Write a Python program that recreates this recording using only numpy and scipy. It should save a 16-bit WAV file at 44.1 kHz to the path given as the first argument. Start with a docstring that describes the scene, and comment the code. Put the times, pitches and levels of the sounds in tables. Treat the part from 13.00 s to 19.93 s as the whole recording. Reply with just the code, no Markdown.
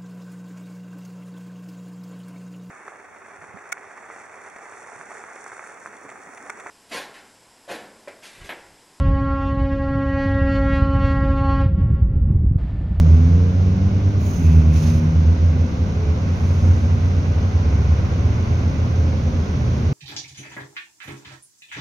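"""City bus at a wet junction

Inside an idling bus, the diesel's firings boom in the cabin and buzz in its panels. A second big diesel
revs up close by, changes gear with puffs of compressed air from a valve and pulls away.
Cars drone past outside, and the roar and spray of their wet tyres come through the windows."""
import sys
import numpy as np
from scipy import signal
from scipy.fft import rfft, irfft
from scipy.io import wavfile
from scipy.ndimage import map_coordinates

SR = 44100
rng = np.random.default_rng(int(sys.argv[2]) if len(sys.argv) > 2 else 0)


def file_out(sig):
    """Save sig as 16-bit WAV at sys.argv[1]."""
    # one column per channel
    cols = np.atleast_2d(sig).T
    # limit, then scale
    lim = np.clip(cols, -1, 1)
    pcm = np.round(lim * 32767).astype(np.int16)
    wavfile.write(sys.argv[1], SR, pcm)


N = 305613
TIME = np.arange(N) / SR
FREQ = np.maximum(np.arange(N // 2 + 1) * SR / N, 1)

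# stereo width of the noise beds: (frequency [Hz], side minus mid [dB])
BED_WIDTH = [(60, -25), (130, -29), (250, -10), (500, -6.5), (1000, 3), (2000, 0), (4000, 0.5),
             (12000, -19.5)]
# their balance: (frequency [Hz], left minus right [dB])
BED_BALANCE = [(80, -2.5), (280, 2), (400, -2), (540, 0.5), (700, 2), (880, -2), (1200, 4), (1500, -1),
               (2000, -5.5), (3000, -3), (6000, -1.5), (6700, -12), (15000, -11)]
# tone of each noise bed, low to high: (frequency [Hz], relative level [dB])
RUMBLE_EQ = [(15, -44.5), (35, -23), (50, -13), (65, -1), (82, 2), (100, -2), (125, -3.5), (165, -9),
             (205, -7), (250, -9.5), (300, -18.5), (400, -44.5)]
LOW_ROAR_EQ = [(200, -22), (300, 1.5), (350, 0.5), (400, 1), (470, -1), (530, 0), (620, -4.5), (750, -8),
               (950, -33), (1500, -38)]
TYRE_ROAR_EQ = [(500, -22), (780, 2), (1050, 3), (1300, -1.5), (1500, 1), (1810, -8.5), (1980, -3.5),
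                (2400, -5), (2900, -10.5), (3600, -39.5)]
SPRAY_EQ = [(2200, -13.5), (3000, 5), (3600, 3.5), (4950, 0.5), (5300, 6.5), (6200, 7.5), (7000, -4),
            (16000, -3.5)]
SPLASH_EQ = [(3000, -23.5), (5000, -9.5), (6200, 1.5), (10000, 5.5), (16000, -4.5)]
# car pass-bys: (time when closest [s], tyre roar [dB], splash [dB])
PASS_BYS = [(0.1, -49, -46.5), (1.899, -47, -60.5), (3.65, -45.5, -44), (4.95, -45.5, -67),
            (5.5, -47.5, -67), (6.6, -49, -58)]
# low drones of passing cars, brief engine whines and cabin buzzes:
# (peak time [s], half length [s], pitch [Hz], width [Hz], level [dB])
DRONES_AND_WHINES = [(0.408, 0.085, 470.5, 29, -37), (1.868, 0.11, 73, 6.4, -31),
                     (2.698, .25, 79.8, 6.7, -26), (2.747, 0.22, 508, 20, -42),
                     (3.085, 0.093, 426.8, 11, -39.5), (3.691, 0.78, 80.16, 8.56, -24.5),
                     (3.748, 0.33, 233.1, 13.77, -33.5), (4.735, 0.19, 72.6, 1.36, -17),
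                     (6.08, 0.54, 81.53, 1.82, -22), (6.15, 0.23, 532.7, 14, -43.5),
                     (6.803, .3, 127, 24.4, -25)]
# the idle's cabin boom and panel buzz: (pitch [x firing rate], relative level [dB])
BOOM_PARTIALS = [(2, -19.5), (3, -0.5)]
BUZZ_PARTIALS = [(1, -45), (1.5, -43.5), (2, -37), (2.5, -28), (3.5, -51), (4, -38), (5, -32.5), (6, -40.5),
                 (7, -48), (8, -43), (9, -45.5), (10, -50.5), (13, -52), (14.5, -50), (20, -54.5)]
# fader on the boom: (time [s], level [dB])
BOOM_FADER = [(0, -48), (0.85, -25.5), (1.3, -19.5), (2.3, -20), (2.9, -26), (3.7, -15.5), (4.6, -21.5),
              (5.85, -22), (6.3, -35.5)]
# the departing engine's revs through two gears: (time [s], firing rate [Hz])
REV_CURVE = [(0, 79.2), (0.2, 82.6), (0.45, 89), (1.02, 98.6), (1.26, 99.3), (1.44, 81.6), (1.65, 78.2),
             (1.98, 78.2), (2.7, 85), (3.5, 90), (5.9, 117.7), (6.9, 120.3)]
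# fader on its fundamental, ahead of the gear-change dip: (time [s], level [dB])
FIRING_FADER = [(0, -12), (0.14, -10), (0.7, -19.5), (1.2, -18.5), (1.58, -11), (2, -27), (2.2, -14),
                (2.7, -23.5), (3, -30.5), (4.6, -30.5), (5.35, -23.5), (6.1, -32.5)]
# its overtones up close, ahead of the cabin resonances: (pitch [x firing rate], level [dB])
EXHAUST_OVERTONES = [(2, -30), (3, -36), (4, -43.5), (5, -51.5), (6, -53.5), (7, -60.5), (8, -59)]
# cabin resonances: (centre [Hz], width [Hz], boost or cut [dB])
CABIN_MODES = [(158.75, 7.1, 11.5), (171.8, 7.6, 8), (190.5, 9, 8.5), (201, 6, -6.5), (236.8, 8, 7.5),
               (251.5, 13, 9.5), (315, 13, 4.5)]
# air puffs: (time when fully open [s], attack [s], hold [s], release [s], hiss [dB],
# whistle over hiss [dB], squeal over hiss [dB], left minus right [dB])
AIR_PUFFS = [(1.272, .11, 0.088, 0.14, -45, 13, -14, -11), (1.47, 0.07, 0.043, .15, -44.5, 4, -4.5, -9),
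             (1.77, 0.066, 0.13, 0.095, -32.5, -2, -21, -5.5),
             (3.372, .025, 0.16, 0.23, -48.5, -0.5, -22.5, -6.5), (4.03, .02, .03, 0.043, -50, 1, -22, -3)]
# peaks of the valve's whistle: (centre [Hz], width [Hz], relative level [dB])
VALVE_PEAKS = [(6480, 560, 0), (10300, 3000, 2), (14400, 2100, 9.5)]
# microphone colour: (frequency [Hz], gain [dB])
MIC_EQ = [(20, 1.5), (6400, -0.5), (6850, -8.5), (7350, -23), (8050, -29), (8500, -22), (9800, -20.5),
          (12800, -26), (15500, -24)]


def undb(db):
    """Decibels to gain."""
    return 10 ** (np.asarray(db) / 20)


def automation(table):
    """A (time, value) table drawn out to one value a sample."""
    return np.interp(TIME, *np.transpose(table))


def eq_curve(points):
    """Gain at every frequency from (frequency [Hz], level [dB]) points."""
    hz, db = np.transpose(points)
    return undb(np.interp(np.log(FREQ), np.log(hz), db))


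def bell(hz, centre, width):
    """A resonant peak of height 1."""
    return 1 / (1 + ((hz - centre) / (width / 2)) ** 2)


def swell(peak_s, half_s):
    """A smooth rise and fall around the peak."""
    return np.exp(-.5 * ((TIME - peak_s) / half_s) ** 2)


def noise(gain):
    """Noise of rms 1 with the given gain over frequency."""
    x = irfft(rfft(rng.standard_normal(N)) * gain, N)
    return x / np.sqrt(np.mean(x ** 2))


def wobble(rate_hz):
    """Smooth random modulation of rms 1."""
    return noise(np.exp(-.5 * (FREQ / rate_hz) ** 2))


def pan(x, db):
    """Lean a sound to the left (positive) or right."""
    return x * undb(np.array([[db], [-db]]) / 2)


def late_left(pair, lag_s=0.0003):
    """The deepest tones cross the cabin and reach the left ear a little later."""
    return np.array([np.interp(TIME - lag_s, TIME, pair[0]), pair[1]])


def bed(eq):
    """Noise that fills the cabin, near mono in the bass and wide in the mids; its centre has rms 1."""
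    mid, side = (rfft(rng.standard_normal(N)) * eq_curve(eq) for _ in range(2))
    side = side * eq_curve(BED_WIDTH)
    lean = np.sqrt(eq_curve(BED_BALANCE))
    pair = irfft(np.array([(mid + side) * lean, (mid - side) / lean]), N)
    return pair / np.std(pair.mean(axis=0))


def engine_tone(firings, partials, rough, rate_hz):
    """Partials locked to the firings; uneven combustion shakes the level and phase of each."""
    out = 0
    for multiple, db in partials:
        tone = np.exp(2j * np.pi * (multiple * firings + rng.random()))
        shake = 1 + rough * (wobble(rate_hz) + 1j * wobble(rate_hz))
        out = out + undb(db) * np.sqrt(2) * np.imag(tone * shake)
    return out


def body_rumble(build_db_per_s=.5):
    """The bus body rumbles, growing with the traffic."""
    return bed(RUMBLE_EQ) * undb(-26.5 + build_db_per_s * TIME)


def traffic_wash(firings, build_db_per_s=0.3841, pass_half_s=0.48):
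    """Wet tyres roar and spray, louder as each car passes; the roar pulses with the idle's chatter."""
    build_db = build_db_per_s * TIME  # the traffic thickens as the queue moves off
    passes = [undb(db) / np.hypot(1, (TIME - s) / pass_half_s) for s, db, _ in PASS_BYS]  # 1 / distance
    cars = np.linalg.norm(passes, axis=0)
    # fittings chatter with each firing; unequal cylinders alternate strong and weak beats
    chatter = 1 + 0.1 * (np.cos(2 * np.pi * firings) + np.cos(np.pi * firings))
    low_roar = bed(LOW_ROAR_EQ) * np.hypot(undb(-39.5 + build_db), undb(3) * cars) * chatter
    tyre_roar = bed(TYRE_ROAR_EQ) * np.hypot(undb(-47.5 + build_db), cars)
    tyre_roar *= undb(.5 * wobble(25)) * np.sqrt(chatter)
    spray = bed(SPRAY_EQ) * np.hypot(undb(-52.4 + build_db), undb(-8) * cars)
    grain = undb(1.5 * wobble(280))
    return low_roar + tyre_roar + spray * grain


def drones_and_whines():
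    """Narrow tones swell and fade, almost centred, a touch to the right."""
    out = 0
    for peak_s, half_s, hz, width_hz, db in DRONES_AND_WHINES:
        waver = np.cumsum(width_hz / 2 * wobble(max(width_hz, 3))) / SR
        tone = np.sqrt(2) * np.sin(2 * np.pi * (hz * TIME + waver))
        out = out + undb(db) * swell(peak_s, half_s) * tone
    return pan(out, db=-.6)


def splashes():
    """Water thrown up by the cars sizzles as each one passes."""
    envelope = sum(undb(db) * swell(s, half_s=.24) for s, _, db in PASS_BYS)
    return bed(SPLASH_EQ) * undb(1.5 * wobble(60)) * envelope


def idling_engine(firings):
    """Slow diesel firings boom in the cabin and buzz in its panels."""
    boom = undb(automation(BOOM_FADER)) * engine_tone(firings, BOOM_PARTIALS, rough=.1, rate_hz=3)
    buzz = undb(-0.5) * engine_tone(firings, BUZZ_PARTIALS, rough=.35, rate_hz=2.5)
    return late_left(pan(boom, db=-.8)) + pan(buzz, db=.4)


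def cabin_gain(hz):
    """The cabin's resonances lift or swallow an overtone as it sweeps through them."""
    return undb(sum(db * bell(hz, centre, width) for centre, width, db in CABIN_MODES))


def departing_engine(leaves_s=1.93, recede_per_s=2.7):
    """The exhaust note climbs, drops at the gear change and climbs again; overtones fade as it leaves."""
    hz = automation(REV_CURVE)
    firings = np.cumsum(hz) / SR
    throttle_closed = swell(peak_s=1.318, half_s=0.061)  # the gear change
    distance = np.clip(1 + recede_per_s * (TIME - leaves_s), 1, 8.3)  # in starting distances
    fundamental = engine_tone(firings, [(1, 0)], rough=.08, rate_hz=6)
    fundamental *= undb(automation(FIRING_FADER) - 17.5 * throttle_closed)
    overtones = sum(cabin_gain(k * hz) * engine_tone(firings, [(k, db)], rough=.03 * k, rate_hz=5)
                    for k, db in EXHAUST_OVERTONES)
    overtones *= undb(-6 * throttle_closed) / distance
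    return late_left(pan(fundamental, db=-1.4)) + pan(overtones, db=.4)


def air_puffs(flutter_db=1.3, sag_per_s=0.56):
    """Air hisses and whistles through a valve and squeals in its pipe; the whistle sags with pressure."""
    valve = sum(undb(db) * bell(FREQ, hz, width) for hz, width, db in VALVE_PEAKS)
    jet = eq_curve([(400, -24.5), (1200, -5), (5000, -4), (10000, 7.0), (13000, 7.5), (16000, -11.5)])
    hiss = (noise(jet) + np.array([noise(jet), noise(jet)])) / np.sqrt(2)  # half centred, half wide
    squeal = noise(bell(FREQ, centre=2530, width=470))
    flutter = undb(flutter_db * wobble(30))
    out = 0
    for open_s, attack, hold, release, db, whistle_db, squeal_db, pan_db in AIR_PUFFS:
        age = TIME - open_s
        flow = np.clip(1 + age / attack, 0, 1) * np.exp(-np.maximum(age - hold, 0) / release)
        pitch_ratio = np.clip(1.04 - sag_per_s * age, .94, 1.04)
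        whistle = map_coordinates(noise(valve), [np.cumsum(pitch_ratio)], mode="mirror")  # varispeed
        air = hiss + undb(whistle_db) * whistle + undb(squeal_db) * squeal
        out = out + pan(undb(db) * flutter * flow * air, pan_db)
    return out


def scene(idle_hz=29.63, idle_drift=0.00403):
    """Both engines, the traffic and the air valve, heard at the window."""
    firings = np.cumsum(idle_hz * (1 + idle_drift * wobble(0.39))) / SR  # running count
    engines = idling_engine(firings) + departing_engine()
    background = drones_and_whines() + body_rumble() + traffic_wash(firings) + splashes()
    return background + engines + air_puffs()


def record(dry, high_cut_hz=15750):
    """The microphone is dull above 7 kHz, and a steep filter cuts the very top."""
    impulse = np.fft.fftshift(irfft(eq_curve(MIC_EQ), N))
    kernel = impulse[N // 2 - 256:N // 2 + 257] * np.hanning(513)
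    coloured = signal.fftconvolve(dry, kernel[None], mode="same", axes=1)
    high_cut = signal.ellip(10, .2, 80, high_cut_hz, fs=SR, output="sos")
    return signal.sosfilt(high_cut, coloured)


dry = scene()
out = record(dry)
file_out(out)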